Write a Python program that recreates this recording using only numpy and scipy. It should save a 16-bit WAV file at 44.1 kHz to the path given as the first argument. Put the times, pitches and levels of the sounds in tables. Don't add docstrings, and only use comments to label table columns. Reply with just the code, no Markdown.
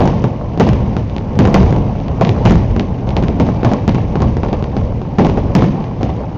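import sys
import numpy as np
from scipy import signal
from scipy.io import wavfile
from scipy.ndimage import uniform_filter1d

SR = 44100
rng = np.random.default_rng(int(sys.argv[2]) if len(sys.argv) > 2 else 0)


def boost_factor(decibels):
    exponent = np.asarray(decibels, float) / 20
    return 10 ** exponent


def to_wav(sig):
    pcm = np.clip(np.atleast_2d(sig), -1, 1) * 32767
    pcm = np.round(pcm).astype(np.int16)
    wavfile.write(sys.argv[1], SR, pcm.T)


N = 280917

# (time [s], overpressure [dB], steep share of the front [0-1], echo roll [dB], crack [dB])
LARGE_SHELLS = [(0.076, -3.5, 0.1, -9, -10.5), (0.241, 1.5, .05, -9, -21), (0.5989, 11, 0.4, 0, 2),
                (0.6904, 0, 0.5, -17.5, -7), (0.967, -0.5, 0, -13.5, -18), (1.3906, 10, 1, 0.5, -9.5),
                (1.4534, 5, .05, -9.5, -14), (1.4745, 4.5, .2, -15, -21), (1.5431, 3, 0.95, -1, 6),
                (1.7266, 0, .05, -20.5, -18.5), (2.2111, 0, 0, -3, -8), (2.4537, 15, 0.9, 1.5, 12),
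                (2.509, 8.5, 0.2, -9, -12), (3.167, -8, .15, -8.5, -6.5), (3.3997, 3, .03, -5.5, -11),
                (3.648, 5, .05, -4, -8.5), (3.7355, -1.7, .6, -19, -28), (3.879, 11, .99, -8, -4.5),
                (3.947, -0.5, .3, -10, -14), (4.2205, -3, 0.6, -8.5, -21),
                (4.4335, -2.5, .05, -12.5, -20.5), (5.1853, 11, .1, 2, -12), (5.5517, 8, .99, -2.5, 9.5),
                (6.0311, -6, 0.4, -11.5, -12)]
# (time [s], overpressure [dB], echo roll [dB], crack [dB], boom [dB])
SMALL_SHELLS = [(0.5757, -6.5, -18.5, -23, -11.5), (0.668, -15, -7, -19, -1), (0.7331, -5.5, -22, -14, -23),
                (1.165, -9, -30, -15.5, -19), (2.2926, -7, -15, -7, -2.5), (2.7642, -1.5, -17.5, -21, -4.5),
                (3.091, -9.5, -27, -16.5, -23), (3.2261, -7, -15, -19, -15), (3.2374, -1.5, -16.5, -18, -7),
                (3.489, -2, -17, -28, -19), (3.632, -2.2, -10, -33, -14), (3.7162, -3.5, -7, -28.5, -12.5),
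                (3.893, 0.3, -21, -12.5, -12), (4.1557, -2.5, -12.5, -24, -7),
                (4.369, -4, -18.5, -19, -12.5), (4.5298, -3.5, -14, -16, -23),
                (4.6254, -6.5, -27, -22, -13), (4.767, -3, -14, -17, -8), (5.0168, -9.5, -27, -27, -19),
                (5.2487, -13, -9, -13, -4), (5.374, -2.5, -11.5, -22, -12),
                (5.6427, -2.5, -19, -28.5, -13.5), (6.0096, -13, -17, -32.5, -11)]
# (time [s], overpressure [dB], steep share [0-1])
WALL_RETURNS = [(0.0053, -1.5, 0.2), (0.0229, -1.5, 0), (0.0567, 0, 0.2), (1.1817, -17, .3),
                (1.5624, 0.5, 0.1), (1.611, -1.5, .05), (1.6308, 0, .22), (2.522, 2, .2),
                (2.556, -0.5, 0.2), (5.2686, 1, .3), (5.2982, -2.5, .15)]
# (delay [s], level [dB])
BOUNCES = [
    (.0055, -15),
    (0.01, -14.5),
]
# (time [s], crack [dB], echo roll [dB], boom [dB])
STARS = [(0.0045, -16, -4, -2.5), (0.054, -21, -12, -8), (0.1804, -29, -23, -17),
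         (0.5343, -33, -25.5, -14.5), (1.0977, -24.5, -34, -16), (1.1827, -17, -30, -18),
         (1.354, -30, -20.5, -3.5), (1.707, -17, -22, -22), (1.7628, -22, -15.5, -1.5),
         (2.0014, -26, -27, -29), (2.083, -20.5, -23.5, -35), (2.25, -9, -11.5, -17),
         (2.2712, -17, -11, -2), (2.7965, -8, -14, -8), (2.809, -21, -31, -26.5),
         (3.072, -31, -15.5, -11.5), (3.1058, -20, -19, -30), (3.1835, -14, -30, -22),
         (3.2836, -14.5, -19, -3), (3.4668, -20, -13.5, -6.5), (3.984, -26, -31, -16),
         (4.2041, -21.5, -14.5, -1), (4.4841, -29, -15.5, -23), (4.6414, -18.5, -34, -17),
         (5.298, -22, -38, -13), (5.5905, -20, -13.5, -19), (5.6203, -20, -6, 2.5), (5.8412, -26, -22, -17),
         (6.0592, -35, -20, -27), (6.0924, -32, -15.5, -9)]
# (rise [s], quick t60 [s], slow t60 [s], slow part [dB], offset [dB])
ECHO_DECAY = [
    (0.012, 0.21, 0.93, -10.5, -6.5),
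    (0.0017, 0.13, 0.8, -12.5, -6.5),
    (0.0032, 0.055, 0.72, -11, -7),
]
# (frequency [Hz], level per Hz [dB])
LOW_SPECTRUM = [(59, -32), (100, -1.5), (151, -1), (220, -3.5), (303, -12), (400, -15), (520, -50),
                (880, -120)]
MIDDLE_SPECTRUM = [(200, -44), (300, 0.5), (360, -8.5), (450, 3), (650, -2), (860, -4), (1050, -8.5),
                   (1200, -23), (1350, -33), (1600, -45)]
BRIGHT_SPECTRUM = [(900, -13), (1200, -12), (1500, -5), (2000, -2.5), (2600, -4.5), (3200, -8),
                   (3700, -13.5), (5000, -14), (6400, -18), (7200, -31.5), (7900, -40), (9000, -70)]
# (time [s], thump [dB])
MORTARS = [(0.01, -17), (.35, -17), (.62, -8), (.76, -17), (1.0, -17), (1.27, -15), (1.42, -12),
           (1.54, -5.5), (2.05, -12.5), (2.3, -13.5), (2.46, -3), (3.05, -11.5), (3.18, -12), (3.4, -17),
           (3.7, -16), (3.87, -13), (3.97, -16), (4.2, -8.5), (4.51, -14), (4.76, -10.5), (5.21, -11.5),
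           (5.37, -12), (6.0, -13.5)]
# (frequency [Hz], level per Hz [dB])
DEEP_SPECTRUM = [(12, -33), (20, -9.5), (54, 1.5), (120, -1), (160, -20.5), (260, -120)]
# (time [s], level [dB])
FAR_RUMBLE = [(0.0, -18.5), (0.44, -29), (0.82, -23), (1.08, -27.5), (1.42, -25.5), (1.58, -16.5),
              (1.83, -24.5), (2.23, -26.5), (2.41, -22), (2.87, -26.5), (3.53, -25), (5.11, -28),
              (5.39, -24.5), (6.37, -29)]
# (mean [dB], share of the swing [factor])
RUMBLE_RANGES = [
    (-21, 1.1),
    (-27.5, .9),
    (-46, 1),
]


def lowpass(x, order, hz):
    return signal.sosfilt(signal.butter(order, hz, fs=SR, output="sos"), x + 1e-18)


def bandpass(x, order, low_hz, high_hz):
    sos = signal.butter(order, [low_hz, high_hz], "band", fs=SR, output="sos")
    return signal.sosfilt(sos, x + 1e-18)


def impulses(at, level):
    train = np.zeros(N)
    np.add.at(train, at, level)
    return train


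def shell_rows():
    rows = []
    for s, blast_db, steep, roll_db, crack_db in LARGE_SHELLS:
        boom_db = roll_db + 3.5 + 0.1 * (blast_db - roll_db)
        rows.append((s, blast_db, steep, roll_db, crack_db, boom_db))
    for s, blast_db, *rest in SMALL_SHELLS:
        rows.append((s, blast_db, 0.06, *rest))
    return np.array(rows)


def blasts():
    push_ms, push_growth = 1.4, 0.2
    gain_db, fade, far_air_hz = 1.06, 1.91, 1650
    steep, rounded = np.zeros((2, N + 2048))
    t_ms = np.arange(2048) / SR * 1000
    for s, db, share in [*shell_rows()[:, :3], *WALL_RETURNS]:
        u = t_ms / (push_ms * boost_factor(push_growth * db))
        wave = -boost_factor(db + gain_db) * np.cos(np.pi / 2 * u) * np.exp(-(u / fade) ** 2)
        i = round(s * SR)
        steep[i:i + 2048] += share * wave
        rounded[i:i + 2048] += wave
    rounded = lowpass(rounded[:N], 3, far_air_hz)
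    steep = steep[:N] - lowpass(steep[:N], 2, far_air_hz)
    out = rounded + steep
    for delay_s, db in BOUNCES:
        out = out + boost_factor(db) * np.pad(rounded, (round(delay_s * SR), 0))[:N]
    return out


def cracks(at, crack_db, edge_db):
    edge_hz = 4070
    snap = impulses(at, -boost_factor(crack_db + 20.5))
    edge = impulses(at, -boost_factor(crack_db + edge_db + 16.5))
    snap = lowpass(bandpass(snap, 1, 1500, edge_hz), 2, edge_hz)
    return snap + bandpass(edge, 1, edge_hz, 6800)


def knocks(at, roll_db):
    kicks = lowpass(impulses(at, -boost_factor(roll_db - 1)), 2, 1790)
    r = boost_factor(-60 / (0.02 * SR))
    out = 0
    for hz in [439, 769]:
        w = 2 * np.pi * hz / SR
        out = out + signal.lfilter([0, np.sin(w)], [1, -2 * r * np.cos(w), r * r], kicks)
    return out


def scattered(at, bright_db):
    late, size, edge = rng.random((3, len(at), 12))
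    delay_s = late * 0.073 + 0.003
    when = np.minimum(at[:, None] + (delay_s * SR).astype(int), N - 1)
    db = bright_db[:, None] - 5 - 10 * late + 4 * (2 * size - 1)
    return cracks(when.ravel(), db.ravel(), -22 + 14 * edge.ravel())


def bursts():
    s, _, steep, roll_db, crack_db, boom_db = shell_rows().T
    star_s, star_crack_db, star_roll_db, star_boom_db = np.transpose(STARS)
    edge_db = np.r_[-19.5 + 9 * steep, np.full(len(star_s), -22.5)]
    low_db = np.r_[boom_db, star_boom_db]
    roll_db = np.r_[roll_db, star_roll_db]
    crack_db = np.r_[crack_db, star_crack_db]
    bright_db = roll_db - 13.5 + 0.2 * (crack_db - roll_db)
    return np.r_[s, star_s], crack_db, edge_db, [low_db, roll_db, bright_db]


def fading(kicks, t60):
    return signal.lfilter([1], [1, -boost_factor(-120 / (t60 * SR))], kicks + 1e-18)


def roll(at, burst_db, far_db, rise, quick, slow, slow_db, offset_db):
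    kicks = impulses(at, boost_factor(burst_db + offset_db) ** 2)
    power = fading(kicks, quick) + boost_factor(slow_db) ** 2 * fading(kicks, slow)
    r = np.exp(-1 / (rise * SR))
    swelling = signal.lfilter([1 - r], [1, -r], power)
    return np.sqrt(swelling + boost_factor(far_db) ** 2)


def rms_one(x):
    return x / np.sqrt(np.mean(x ** 2) + 1e-20)


def drift(rate):
    r = np.exp(-80 * np.pi * rate / SR)
    noise = rng.standard_normal(N // 40 + 2002)
    slow = signal.lfilter([1], [1, -2 * r, r * r], noise)[2000:]
    return np.interp(np.arange(N) / 40, np.arange(len(slow)), rms_one(slow))


def echo_noise(spectrum, patchy_db, flicker, slaps_per_s, slap_share):
    hz, db = np.transpose(spectrum)
    slap_size = boost_factor(7.0 * np.minimum(rng.exponential(1, N), 4))
    slaps = rms_one((rng.random(N) < slaps_per_s / SR) * slap_size)
    white = np.sqrt(1 - slap_share) * rng.standard_normal((2, N)) - np.sqrt(slap_share) * slaps
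    white = np.hstack([rng.standard_normal((2, 8192)), white])
    edges = np.geomspace(hz[1] / 1.259, hz[-2], num=10)
    together, out = drift(flicker), 0
    for k, (low, high) in enumerate(zip(edges, edges[1:])):
        band = bandpass(white[k % 2], 2, low, high)[-N:]
        level_db = np.interp(np.log(low * high) / 2, np.log(hz), db)
        flicker_db = patchy_db * (0.76 * together + drift(flicker))
        out = out + band * boost_factor(level_db + flicker_db)
    return rms_one(out)


def evened(x):
    power = uniform_filter1d(x ** 2, round(0.061 * SR)) + 0.02
    return rms_one(x * power ** (-0.37 / 2))


def rolling_echoes(at, levels, far):
    low = echo_noise(LOW_SPECTRUM, patchy_db=1.15, flicker=9.8, slaps_per_s=40, slap_share=0.079)
    middle = echo_noise(MIDDLE_SPECTRUM, patchy_db=1.62, flicker=11.0, slaps_per_s=150, slap_share=0.2)
    bright = echo_noise(BRIGHT_SPECTRUM, patchy_db=1.68, flicker=81.0, slaps_per_s=360, slap_share=0.083)
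    out = 0
    for noise, db, far_db, decay in zip([evened(low), middle, bright], levels, far, ECHO_DECAY):
        out = out + noise * roll(at, db, far_db, *decay)
    return out


def mortar_thumps(far_low_db):
    s, thump_db = np.transpose(MORTARS)
    deep = echo_noise(DEEP_SPECTRUM, patchy_db=-0.4, flicker=3.0, slaps_per_s=23, slap_share=0.048)
    level = roll((s * SR).astype(int), thump_db, far_low_db - 5.5,
                 rise=0.14, quick=0.37, slow=0.5, slow_db=-14.5, offset_db=2)
    return evened(deep) * level


def far_rumble():
    swing = np.interp(np.arange(N) / SR, *np.transpose(FAR_RUMBLE)) + 26
    return [db + share * swing for db, share in RUMBLE_RANGES]


def scene():
    s, crack_db, edge_db, levels = bursts()
    at = np.round((s + 0.0001) * SR).astype(int)
    far = far_rumble()
    fronts = cracks(at, crack_db, edge_db) + knocks(at, levels[1]) + scattered(at, levels[2])
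    return (fronts + blasts() + rolling_echoes(at, levels, far) + mortar_thumps(far[0]))[None]


def band_limit(x):
    return signal.sosfilt(signal.butter(12, 16200, fs=SR, output="sos"), x)


def record(dry):
    opening = np.minimum(np.arange(N) / 12 + 0.3, 1)
    flat = np.clip(dry, -0.7, 0.7) * opening
    taps = signal.firwin(numtaps=201, cutoff=7266, window="blackman", fs=SR)
    cut = signal.fftconvolve(np.pad(flat[0], 100, "edge"), taps, "valid")[None]
    cut = cut + boost_factor(-37) * (flat - cut)
    return band_limit(np.clip(cut, -0.714, 0.714))


dry = scene()
out = record(dry)
to_wav(out)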